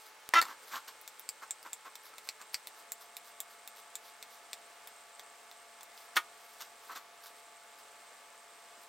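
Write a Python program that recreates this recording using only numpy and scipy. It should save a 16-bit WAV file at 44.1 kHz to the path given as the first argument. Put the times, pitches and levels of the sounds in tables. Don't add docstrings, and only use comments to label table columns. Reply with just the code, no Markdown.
import sys
import numpy as np
from scipy import signal
from scipy.fft import rfft, irfft, next_fast_len
from scipy.io import wavfile
from scipy.ndimage import uniform_filter1d

SR = 44100
rng = np.random.default_rng(int(sys.argv[2]) if len(sys.argv) > 2 else 0)


def transcribe(signal):
    frames = np.atleast_2d(signal).T
    limited = np.clip(frames, -1, 1)
    pcm = np.round(limited * 32767).astype(np.int16)
    wavfile.write(sys.argv[1], SR, pcm)


N = 391727
TIME = np.arange(N) / SR

# [start_s, level_db, sharpness_db_per_octave in the treble,
# blade_ring_db above the level, shaft_hz]
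TOUCHES = [(0.415, -43, -6, -5, 4180), (0.4254, -54.5, 2.5, 6, 4400), (0.4539, -61, -3, 3, 3700),
           (1.0138, -76, 9, 5, 3700), (1.0774, -58.5, 1.5, 5.5, 3660), (1.1955, -64.5, 6, -1, 3500),
           (1.2903, -52.5, 1, 11, 4900), (1.5084, -54.5, -1, 16, 3800), (1.6287, -68.5, 2.5, 2, 4800),
           (1.7318, -55, 1, 12, 3600), (1.955, -57.5, -1, 1, 3460), (2.1823, -58, -1.5, 0, 3800),
           (2.2893, -47, -5, 0.5, 4240), (2.415, -66, -1, 9.5, 4420), (2.4227, -70, 1, 4, 4400),
           (2.544, -43.5, -4.5, 0, 4640), (2.6718, -54, 0.5, -3.5, 3700), (2.9199, -56.5, 5.5, 13, 3900),
           (3.168, -54, 1, -1, 3740), (3.4034, -55, 5, 10, 3400), (3.6762, -58.5, 2.5, 3, 3600),
           (3.9545, -56, 2, 11.5, 3400), (4.2268, -56, -2, 0, 3700), (4.5317, -48.5, -5, 0, 3780),
           (4.8738, -62, 3.5, 1, 3500), (5.1954, -57.5, -3.5, -2, 3640), (5.514, -61, -4, -8, 3600),
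           (5.809, -62.5, -4, -9, 3700), (5.8318, -68, 4, 9, 3700)]
# [frequency_hz, relative_db]
LEATHER_CRACK = [(59, -59), (100, -31), (433, -22), (736, -5), (1030, -1), (1390, 0), (1580, -6),
                 (2000, -0.5), (2860, -22), (4870, -12), (5420, -14.5), (6840, -24), (13800, -29),
                 (16000, -39)]


def undb(db):
    return 10 ** (np.asarray(db) / 20)


def unit(x):
    return x / np.sqrt(np.mean(x ** 2))


def add(out, start_s, x):
    i = max(int(start_s * SR), 0)
    out[i:i + len(x)] += x[:len(out) - i]


def colour(x, points):
    point_hz, point_db = np.transpose(points)
    size = next_fast_len(len(x))
    hz = np.maximum(np.fft.rfftfreq(size, 1 / SR), 1)
    gain = undb(np.interp(np.log(hz), np.log(point_hz), point_db))
    return irfft(rfft(x, size) * gain, size)[:len(x)]


def resonate(x, hz, width_hz):
    b, a = signal.iirpeak(min(hz, SR / 2 - 1000), hz / width_hz, fs=SR)
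    once = signal.lfilter(b, a, x)
    return signal.lfilter(b, a, once)


def voice(x, resonances):
    return sum(undb(db) * unit(resonate(x, hz, width_hz)) for hz, width_hz, db in resonances)


def ring(modes, size=8192):
    t = np.arange(size) / SR
    response = np.zeros(size)
    for k, (hz, db, t60) in enumerate(modes):
        response += (-1) ** k * undb(db - 60 * t / t60) * np.sin(2 * np.pi * hz * t)
    return response


def walk(rate_hz, size=8192):
    return np.interp(TIME * rate_hz, np.arange(size), rng.standard_normal(size))


def stereo(mid, side):
    return np.array([mid + side, mid - side])


def catches(uneven_db, snag_db):
    catches_per_s, snags_per_s = 700, 90
    level_db = uneven_db * walk(catches_per_s) + snag_db * walk(snags_per_s)
    return rng.standard_normal(N) * undb(level_db)


def swell(x, middle_s, half_s, db):
    i, j = max(int((middle_s - half_s) * SR), 0), min(int((middle_s + half_s) * SR), N)
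    envelope = np.cos(np.pi / 2 * (TIME[i:j] - middle_s) / half_s) ** 2
    return i / SR, undb(db) * envelope * x[i:j]


def knocks():
    # [start_s, ring_db, crack_db, crack_t60_s, side struck: 0 leather face, 1 bare edge]
    blows = [(0.3372, -37.5, -18.5, 0.063, 0), (0.415, -51, -33, 0.03, 0), (0.4243, -52, -30, 0.022, 0),
             (6.1662, -40, -23, 0.063, 1), (6.1688, -34.5, -22, 0.068, 1), (6.1718, -40.5, -29, 0.054, 1)]
    # [frequency_hz, relative_db, t60_s]
    strop_modes = [(353, -22, 0.081), (934.7, 0.5, 0.115), (1233, -1.5, 0.14), (1273, 9, 0.049),
                   (1438, 11, 0.061), (1720, 10, 0.03), (1840, 9.5, 0.07), (2140, -12, 0.06),
                   (2280, -5, 0.085), (2910, 2, 0.039), (3484, 5.5, 0.047), (3640, -18, 0.06),
                   (4140, -10, 0.07), (4520, -18, 0.08), (5800, -20, 0.07), (6375, -3.5, 0.056)]
    # [frequency_hz, relative_db]
    edge_spectrum = [(59, -77), (100, -53), (415, -18), (721, -26.5), (891, -8), (1250, -0.5), (1550, -10),
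                     (2220, -9), (2630, -14), (3470, -10), (3860, -18), (4200, -15), (4980, -22.5),
                     (14700, -25.5), (16000, -35.5)]
    out, body = np.zeros(N), ring(strop_modes)
    t = TIME[:len(body)]
    for start_s, ring_db, crack_db, t60, side in blows:
        spectrum = edge_spectrum if side > .5 else LEATHER_CRACK
        dense_modes = unit(colour(rng.standard_normal(len(t)), spectrum))
        crack = dense_modes * np.exp(-np.log(1000) * t / t60)
        add(out, start_s, undb(ring_db) * body + undb(crack_db) * crack)
    return out


def judder(jitter=0.029, uneven_db=8.0, grit_db=-7):
    # [time_s, slips_per_s, level_db, roughness (0-1)]
    slide = [(0.34, 346, -32, 0.9), (0.352, 342, -27.5, 1), (0.362, 335, -20, 0.67),
             (0.379, 337, -21, 0.38), (0.389, 338, -19, 0.06), (0.397, 338, -24.5, 0.11),
             (0.404, 339, -31, 0.4), (0.413, 339, -48.5, .3)]
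    # [frequency_hz, relative_db, t60_s]
    pressed_modes = [(336.7, -27.5, 0.0373), (1008, -16, 0.031), (1327.4, -4, 0.083), (1705, -12.5, 0.034),
                     (1986, -9, 0.098), (2390, -8.5, 0.012), (2710, -17.5, 0.07), (3118, -8, 0.018),
                     (3700, -11.5, 0.0198), (4370, -18, 0.016), (5130, -23, 0.013), (5550, -11.5, 0.01),
                     (6760, -19, 0.0096)]
    time_s, *columns = np.transpose(slide)
    t = np.arange(time_s[0], time_s[-1], 1 / SR)
    slips_per_s, level_db, roughness = (np.interp(t, time_s, column) for column in columns)
    rate = slips_per_s * (1 + jitter * roughness * walk(337)[:len(t)])
    phase = np.cumsum(rate) / SR
    impulses = np.sinc((phase - np.round(phase)) * SR / rate)
    slips = impulses * undb(uneven_db * roughness * walk(340)[:len(t)])
    squawk = unit(signal.fftconvolve(slips, ring(pressed_modes))[:len(t)])
    squawk = squawk / np.sqrt(uniform_filter1d(squawk ** 2, size=400) + 1e-6)
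    grit_drive = rng.standard_normal(len(t)) * np.exp(-2 * (phase % 1))
    grit = unit(colour(grit_drive, LEATHER_CRACK))
    out = np.zeros(N)
    add(out, time_s[0], undb(level_db) * (squawk + undb(grit_db) * np.sqrt(np.abs(roughness)) * grit))
    return out


def narrow_body(x, low_hz=240):
    return signal.sosfilt(signal.butter(3, low_hz, "high", fs=SR, output="sos"), x)


def blade(contact_s=0.00024, chatter_s=0.0022, chatter_db=-12, snap_db=-7, landing=6):
    # [frequency_hz, width_hz, level_db]
    knife_modes = [(2290, 1700, 1.5), (4870, 2200, -1.5), (11530, 2400, -3), (13610, 3400, 1)]
    shaft_width_hz, shaft_db = 1100, 3
    flat_hz, flat_width_hz = 7540, 1320
    sharp_from_hz = 3800
    thud_hz, thud_width_hz, thud_db = 945, 1300, -41.5
    cushion = 0.35
    out, t = np.zeros(N), np.arange(882) / SR
    for start_s, level_db, sharpness, ring_db, shaft_hz in TOUCHES:
        decay = np.exp(-t / contact_s) + undb(chatter_db) * np.exp(-t / chatter_s)
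        contact = rng.standard_normal(len(t)) * decay
        contact[0] += landing
        resonances = [(shaft_hz, shaft_width_hz, shaft_db), (flat_hz, flat_width_hz, ring_db)]
        for hz, width_hz, mode_db in knife_modes:
            octaves = max(np.log2(hz / sharp_from_hz), 0)
            resonances.append((hz, width_hz, mode_db + sharpness * octaves))
        steel = voice(contact, resonances)
        snap = undb(snap_db) * unit(contact)
        thud = voice(contact, [(thud_hz, thud_width_hz, thud_db + cushion * level_db)])
        add(out, start_s, undb(level_db) * (steel + snap) + thud)
    return out


def clink(burst_s=0.005, burst_hz=11000, burst_width_hz=9000):
    # [frequency_hz, relative_db, t60_s]
    steel_modes = [(4420, 0, 0.05), (4560, -17.5, 0.06), (6960, -7, 0.032)]
    start_s, ring_db, burst_db = 0.415, -30.5, -31
    out, body = np.zeros((2, N)), undb(ring_db) * ring(steel_modes)
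    decay = np.exp(-TIME[:len(body)] / burst_s)
    for channel in out:
        burst = unit(resonate(rng.standard_normal(len(body)), burst_hz, burst_width_hz))
        add(channel, start_s, body + undb(burst_db) * burst * decay)
    return out


def swishes():
    # [middle_s, half_length_s, level_db]
    brushes = [(0.04, 0.092, -60.5), (0.663, 0.107, -59), (2.265, 0.047, -59), (2.536, 0.017, -53),
               (6.01, 0.11, -63), (6.53, 0.26, -63), (6.87, 0.092, -62), (7.258, 0.065, -56.5),
               (7.386, .066, -66), (7.798, .03, -64), (8.82, .063, -67)]
    # [frequency_hz, width_hz, level_db]
    leather_modes = [(1260, 1040, -3.5), (4500, 3950, 0), (12140, 7000, -.5)]
    # [from_s, to_s]
    stropping = (1.9, 4.3)
    lag_s, half_s, stroke_db = 0.11, 0.055, -59.5
    needed_s = .2
    out, leather = np.zeros(N), voice(catches(uneven_db=3.5, snag_db=3.5), leather_modes)
    starts = [touch[0] for touch in TOUCHES]
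    strokes = [(start_s + lag_s, half_s, stroke_db) for start_s, next_s in zip(starts, starts[1:])
               if stropping[0] < start_s < stropping[1] and next_s - start_s > needed_s]
    for movement in [*strokes, *brushes]:
        add(out, *swell(leather, *movement))
    return out


def scuffs():
    # [middle_s, half_length_s, level_db, grit_db relative to the level]
    shifts = [(0.42, 0.05, -45, -5.5), (0.489, 0.078, -46.5, -9), (0.747, 0.053, -41, -4.5),
              (0.885, 0.0136, -46.5, 0), (1.432, .022, -46, -11), (1.663, .026, -46.5, -11),
              (1.869, 0.031, -49, -12), (2.14, .015, -53, -16), (2.413, .029, -52, -14),
              (6.161, 0.0079, -42.5, 1), (6.617, 0.025, -50, 3), (6.901, 0.016, -43.5, -17),
              (6.925, 0.023, -46.5, -7), (6.966, .023, -44.5, -1.5)]
    # [frequency_hz, width_hz, level_db]
    wood_modes = [(337, 130, -19.5), (1203, 830, -0.5)]
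    # [frequency_hz, width_hz, level_db]
    grit_modes = [(4240, 6600, 0), (12300, 3230, -4.5)]
    # [middle_s, half_length_s, level_db]
    bump = (8.787, 0.0186, -61.5)
    out, friction = np.zeros(N), catches(uneven_db=2.5, snag_db=.5)
    wood = voice(friction, wood_modes)
    grit = voice(catches(uneven_db=4.2, snag_db=.5), grit_modes)
    for middle_s, half_s, level_db, grit_db in shifts:
        add(out, *swell(wood + undb(grit_db) * grit, middle_s, half_s, level_db))
    counter_hz, counter_width_hz, _ = wood_modes[0]
    counter = unit(resonate(friction, counter_hz, counter_width_hz))
    add(out, *swell(counter, *bump))
    return out


def snaps():
    # [start_s, level_db]
    clicks = [(0.2906, -14.5), (0.3906, -18), (6.169, -21)]
    out = np.zeros(N)
    for start_s, level_db in clicks:
        add(out, start_s, undb([level_db]))
    return out


def room(x, wet_db, t60, size=16384):
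    # [frequency_hz, side_minus_mid_db]
    echo_width = [(200, -34), (2000, -47), (4500, -33.5), (8000, -17), (15000, -21)]
    t = TIME[:size]
    onset = np.clip(t / 0.0012 - .5, 0, 1)
    fade = np.exp(-np.log(1000) * t / t60) * onset
    mid, side = rng.standard_normal((2, size)) * fade / np.sqrt(np.sum(fade ** 2))
    response = stereo(mid, colour(side, echo_width))
    echoes = signal.fftconvolve(x[None], response, axes=1)[:, :N]
    return x + undb(wet_db) * echoes


def tones(lines, waver_hz=1.993, flutter_db=1.0):
    out = np.zeros(N)
    for hz, level_db in lines:
        strength = np.sqrt(2) * undb(level_db + flutter_db * walk(4.6))
        cycles = np.cumsum(hz + waver_hz * walk(25)) / SR
        out += strength * np.sin(2 * np.pi * cycles)
    return out


def workshop():
    # [frequency_hz, relative_db]
    air_spectrum = [(15, -70), (25, -31.5), (195, -29), (223, -24.5), (405, -16.5), (439, -12),
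                    (641, -10.5), (695, -14.5), (754, -9), (840, -11), (1160, -8.5), (1440, -10),
                    (4250, -17.5), (8140, -21), (16000, -30)]
    # [frequency_hz, side_minus_mid_db]
    air_width = [(60, 1.5), (200, -5.5), (700, -11.5), (1300, -10), (2400, -7.5), (15000, -7.5)]
    # [frequency_hz, level_db]
    fan_lines = [(435, -77.5), (868, -68), (1303, -74), (1738, -75.5), (2171, -72)]
    motor_lines = [(228, -87.5), (687, -66.5), (710, -73), (1146, -70), (1190, -75)]
    air_db, motor_start_s = -58, 2.715
    mid, side = (unit(colour(rng.standard_normal(N), air_spectrum)) for _ in range(2))
    air = stereo(mid, colour(side, air_width)) * undb(air_db + .5 * walk(3.7))
    running = np.clip((TIME - motor_start_s) / 0.18 + .5, 0, 1)
    return air + tones(fan_lines) + running * tones(motor_lines)


def buzz(db=-65.5, low_db=-3.5, low_hz=7590, high_hz=8220, width_hz=620, burst_s=0.00031,
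         settled_s=7.2, dip_db=-6):
    # [from_s, to_s]
    rests = [(0.08, 0.3), (7.0, 7.17)]
    bursts = sum(np.exp(-(TIME % (1 / per_s)) / burst_s) for per_s in (106.6, 133.2))
    drive = bursts * rng.standard_normal(N)
    high = resonate(drive, high_hz, width_hz)
    low = resonate(drive, low_hz, width_hz)
    sound = unit(high + undb(low_db) * low)
    faltering = (walk(35) > 1) & (TIME < settled_s)
    strength = np.where(faltering, undb(dip_db), 1)
    for from_s, to_s in rests:
        strength = strength * ((TIME < from_s) | (TIME > to_s))
    return undb(db) * sound * uniform_filter1d(strength, 200)


def scene():
    wood = room(narrow_body(knocks() + judder()), wet_db=-15.0, t60=0.13)
    steel = room(blade(), wet_db=-4, t60=0.071)
    leather = room(scuffs() + swishes(), wet_db=-5.0, t60=0.15)
    return wood + steel + leather + clink() + snaps() + workshop() + buzz()


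def record(dry):
    ceiling, top_hz = .3, 16100
    rounded = dry / (1 + (dry / ceiling) ** 4) ** .25
    return signal.sosfilt(signal.ellip(10, .2, 75, top_hz, fs=SR, output="sos"), rounded)


dry = scene()
out = record(dry)
transcribe(out)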